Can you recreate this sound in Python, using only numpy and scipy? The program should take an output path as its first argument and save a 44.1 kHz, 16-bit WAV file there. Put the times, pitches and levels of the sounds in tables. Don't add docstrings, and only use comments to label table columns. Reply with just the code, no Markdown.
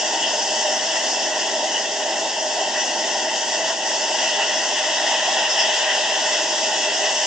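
import sys
import numpy as np
from scipy import signal
from scipy.fft import rfft, irfft
from scipy.io import wavfile
from scipy.ndimage import uniform_filter1d

SR = 44100
rng = np.random.default_rng(int(sys.argv[2]) if len(sys.argv) > 2 else 0)


def generate_wav(signal):
    frames = np.transpose(np.atleast_2d(signal))
    scaled = np.clip(frames, -1, 1) * 32767
    pcm = np.round(scaled).astype(np.int16)
    wavfile.write(sys.argv[1], SR, pcm)


N = 320166
TIME_S, FREQ_HZ = np.arange(N) / SR, np.fft.rfftfreq(N, 1 / SR)

# (time [s], relative level [dB])
BREAKING = [(0.0, -1), (0.75, -0.5), (1.3, -0.5), (2.45, -2), (3.35, -0.9), (4.0, -0.5), (4.2, 2),
            (4.5, 1.5), (4.75, 1.6), (5.1, 3.5), (5.9, 4), (6.4, 2.2), (6.9, 1.4), (7.26, 1.5)]


def gain_of(db):
    return 10 ** (np.asarray(db) / 20)


def unit_rms(x):
    return x / np.sqrt(np.mean(x ** 2) + 1e-20)


def over_freq(table, hz=FREQ_HZ):
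    knots_hz, values = np.transpose(table)
    return np.interp(np.log(hz + 1), np.log(knots_hz + 1), values)


def over_time(table):
    return np.interp(TIME_S, *np.transpose(table))


def bell(offset, width):
    return .5 ** ((2 * offset / width) ** 2)


def reflections(t60_s=0.13, direct=0.86, ear_spread=0.38, flatten_hz=110, above_hz=1300):
    shared, left, right = rng.standard_normal((3, N)) * gain_of(-60 * TIME_S / t60_s)
    echoes = rfft(shared + ear_spread * np.array([left, right])) / np.linalg.norm(shared)
    treble = FREQ_HZ ** 4 / (FREQ_HZ ** 4 + above_hz ** 4)
    comb = direct + echoes * treble
    return comb / np.sqrt(uniform_filter1d(abs(comb) ** 2, int(flatten_hz * N / SR), axis=1))


def space():
    # (frequency [Hz], width [Hz], gain [dB])
    resonances = [(183, 14, 5), (197, 12, -4), (300, 12, -8), (325, 22, 3), (370, 14, -6), (410, 22, 3),
                  (441, 16, -10), (553, 18, 3), (582, 12, -5), (608, 36, 3.5), (655, 18, 6.5),
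                  (686, 14, -5), (778, 28, 4), (925, 26, 2), (1465, 30, 4), (1951, 26, 2), (3092, 16, 4),
                  (3141, 16, 3), (3347, 26, 5), (3900, 90, 3), (4380, 16, 4), (4631, 32, 4), (4950, 32, 5),
                  (5318, 20, 2), (5830, 45, 3), (6276, 20, 4), (6535, 20, 4)]
    # (frequency [Hz], left minus right [dB])
    balance = [(200, -.3), (700, -1.1), (1300, -.7), (1650, 2), (2200, -.7), (2700, .3), (3020, 4.5),
               (3300, .7), (5400, -.3), (5900, 2), (6700, .5), (7200, 3.5), (7700, 3), (8700, 14)]
    # (frequency [Hz], left lead [rad])
    lead = [(200, 0), (800, .03), (1100, .15), (2100, -.1), (2330, -.7), (2800, -.1), (3100, -.9),
            (3350, -.2), (4300, -.55), (5400, -.45), (6120, -1.5), (6700, -.3), (7200, -1.9), (7800, -.5),
            (8600, -1.3)]
    ring_gain = gain_of(sum(db * bell(FREQ_HZ - hz, width_hz) for hz, width_hz, db in resonances))
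    ringing = ring_gain * np.exp(-1j * signal.hilbert(np.log(ring_gain)).imag)
    side = np.array([[.5], [-.5]])
    placement = gain_of(side * over_freq(balance)) * np.exp(1j * side * over_freq(lead))
    return ringing * reflections() * placement


def heave(rms_db=0.15, centre_hz=2.8, span_oct=1.5, count=24):
    # (time [s], width [s], gain [dB])
    lulls = [(1.884, 0.052, -1), (2.45, .12, -0.6), (3.78, 0.095, -3), (6.08, 0.14, -0.6), (6.45, .1, -1.5)]
    waves = sum(np.sin(2 * np.pi * (centre_hz * 2 ** (span_oct * (pace - .5)) * TIME_S + phase))
                for pace, phase in rng.random((count, 2)))
    return rms_db * unit_rms(waves) + sum(db * bell(TIME_S - s, width_s) for s, width_s, db in lulls)


def churn(patch_db, flicker_db, patch_s, patch_hz, flicker_s=.025, frame=512):
    # (frequency [Hz], correlation [0..1])
    coherence = [(40, .4), (120, .7), (200, .96), (300, .98), (950, .99), (1240, .8), (1400, .94),
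                 (1950, .98), (2250, .5), (2750, .93), (3300, .72), (5300, .8), (7000, .62), (8500, .3)]
    # (time [s], width [s], centre [Hz], width [oct], lift [dB])
    slaps = [(0.247, 0.071, 3090, .35, 11), (0.754, .12, 1500, 1.1, 2.5), (.963, 0.034, 1900, 1.3, 5.5),
             (1.107, 0.07, 5400, .4, 4), (1.628, 0.061, 620, 0.32, 9), (1.747, .04, 2920, .13, 11),
             (2.081, 0.039, 608, 0.31, 11), (2.62, .08, 750, 0.7, 2.5), (2.78, .08, 1800, 1.1, 4.5),
             (2.79, .08, 5300, .4, 3), (3.528, 0.051, 1900, 0.74, 2), (3.707, .05, 1400, 0.67, 12),
             (4.13, .06, 5500, 0.62, 2), (4.415, .07, 1200, 1.6, 4.5), (4.417, .025, 2650, .3, 7),
             (4.504, .03, 2290, 0.97, 4), (4.573, 0.035, 5400, .3, 4.5), (5.138, .08, 1000, 1.6, 3),
             (5.283, .015, 750, .7, 7), (5.391, .08, 745, .8, 3), (5.511, .05, 5300, .2, 6.5),
             (5.612, .045, 5240, 0.26, 12.5), (5.618, .06, 2500, 1.1, 3), (5.672, .05, 647, .6, 5),
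             (5.9, .07, 1700, 1.1, 4), (7.054, 0.045, 1900, 2.4, 5.5)]
    framing = dict(fs=SR, nperseg=frame, noverlap=frame - frame // 4)
    hz, t, spectra = signal.stft(rng.standard_normal((2, N)), **framing)
    alike = np.clip(over_freq(coherence, hz), 0, 1)[:, None]
    spectra[1] = alike * spectra[0] + np.sqrt(1 - alike ** 2) * spectra[1]
    patches = rng.standard_normal(spectra.shape[1:])
    patches = uniform_filter1d(patches, max(1, round(patch_s / t[1])), axis=1)
    patches = unit_rms(uniform_filter1d(patches, max(1, round(patch_hz / hz[1])), axis=0))
    flicker = unit_rms(uniform_filter1d(rng.standard_normal(len(t)), max(1, round(flicker_s / t[1]))))
    slap_db = sum(db * np.outer(bell(np.log2((hz + 1) / centre_hz), width_oct), bell(t - s, width_s))
                  for s, width_s, centre_hz, width_oct, db in slaps)
    spectra *= gain_of(patch_db * patches + flicker_db * flicker + slap_db)
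    return signal.istft(spectra, **framing)[1][:, :N]


def water(noise, colour, ears, swell_db, base_db):
    sound = irfft(rfft(noise) * gain_of(over_freq(colour)) * ears, N)
    return sound / sound.mean(0).std() * gain_of(base_db + swell_db)


def current(ears):
    # (frequency [Hz], relative density [dB])
    colour = [(30, -78), (70, -39), (120, -21.5), (165, -16), (225, -3), (270, -3), (330, 1), (430, 2),
              (490, -4), (600, -36), (1200, -65.5)]
    # (time [s], gain [dB])
    drift = [(0.0, 0.8), (0.9, -0.4), (1.2, 1.8), (2.5, 0), (3.1, 2), (3.8, -0.3), (4.6, -0.0),
             (6.05, -2.5), (6.25, 0.2), (6.9, 1.3), (7.26, -2.5)]
    noise = churn(patch_db=1.0, flicker_db=.54, patch_s=.14, patch_hz=200)
    return water(noise, colour, ears, over_time(drift), base_db=-39.5)


def roar(ears, heave_db):
    # (frequency [Hz], relative density [dB])
    colour = [(100, -82), (330, -38.5), (420, -14.5), (490, -7.5), (580, -2.5), (605, 6.5), (700, 1),
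              (920, 2.5), (1050, -13), (1170, -37), (1500, -51), (3000, -80.5)]
    noise = churn(patch_db=1.3, flicker_db=.67, patch_s=.04, patch_hz=200)
    return water(noise, colour, ears, heave_db + .12 * over_time(BREAKING), base_db=-27)


def wash(ears, heave_db):
    # (frequency [Hz], relative density [dB])
    colour = [(150, -82), (600, -43.5), (820, -8), (960, -2.5), (1080, -7.5), (1230, -17), (1450, -10),
              (1720, -4.5), (1870, 1), (1960, 0.5), (2070, -6), (2170, -13.5), (2380, -16.5), (3400, -52)]
    noise = churn(patch_db=.87, flicker_db=.6, patch_s=.05, patch_hz=400)
    return water(noise, colour, ears, heave_db + .95 * over_time(BREAKING), base_db=-31)


def crests(ears, heave_db):
    # (frequency [Hz], relative density [dB])
    colour = [(700, -85.5), (2000, -47), (2400, -15.5), (2560, -4.5), (2720, 4), (3050, 1.5), (3400, -1),
              (3750, -5), (4200, -14), (5000, -52), (8000, -69)]
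    noise = churn(patch_db=1.08, flicker_db=.8, patch_s=.04, patch_hz=500)
    return water(noise, colour, ears, heave_db + over_time(BREAKING), base_db=-28.5)


def spray(ears, heave_db):
    # (frequency [Hz], relative density [dB])
    colour = [(1500, -86), (3500, -53), (4250, -10.5), (4600, -2.5), (4950, -2), (5270, 5.5), (5550, -3),
              (5900, 4), (6450, -2), (6750, -3), (7150, -1.5), (7900, -10.5), (8950, -26), (9300, -42)]
    # (time [s], gain [dB])
    drift = [(0.0, -0.2), (0.55, 1), (1.6, -0.6), (1.95, -1.1), (2.55, -1.5), (3.4, -0.2), (3.85, 0.1),
             (4.15, 0.7), (4.8, -0.4), (5.6, 0.6), (5.9, -0.1), (6.3, 1.5), (6.9, 0.6), (7.26, 2)]
    noise = churn(patch_db=.92, flicker_db=.75, patch_s=.045, patch_hz=700)
    return water(noise, colour, ears, heave_db + over_time(drift), base_db=-27)


def bumps(width_s=0.031, hz=72, small_db=-68, spread_db=4, small_count=28, small_until_s=5.2):
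    # (time [s], peak [dB])
    main = [(.445, -55), (.939, -61), (1.579, -61), (1.649, -56), (2.519, -64), (3.019, -60), (3.459, -64),
            (3.569, -61), (3.989, -63), (4.109, -55), (4.359, -61), (4.759, -63), (5.309, -61), (6.43, -63)]
    small = [(when * small_until_s, small_db + spread_db * (2 * size - 1))
             for when, size in rng.random((small_count, 2))]
    sound = np.zeros((2, N))
    for s, db in list(main) + small:
        near = slice(max(0, int((s - 2 * width_s) * SR)), int((s + 2 * width_s) * SR))
        t = TIME_S[near] - s
        tone = np.sin(2 * np.pi * (hz * t + rng.random((2, 1))))
        sound[:, near] += gain_of(db) * bell(t, width_s) * tone
    return sound


def scene():
    ears, heave_db = space(), heave()
    flood = current(ears) + sum(layer(ears, heave_db) for layer in (roar, wash, crests, spray))
    return flood + bumps()


def record(dry):
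    cutoff_hz = 9250
    lowpass = signal.firwin(1023, cutoff_hz, window=("kaiser", 9), fs=SR)
    return signal.oaconvolve(dry, lowpass[None], "same", axes=1)


dry = scene()
out = record(dry)
generate_wav(out)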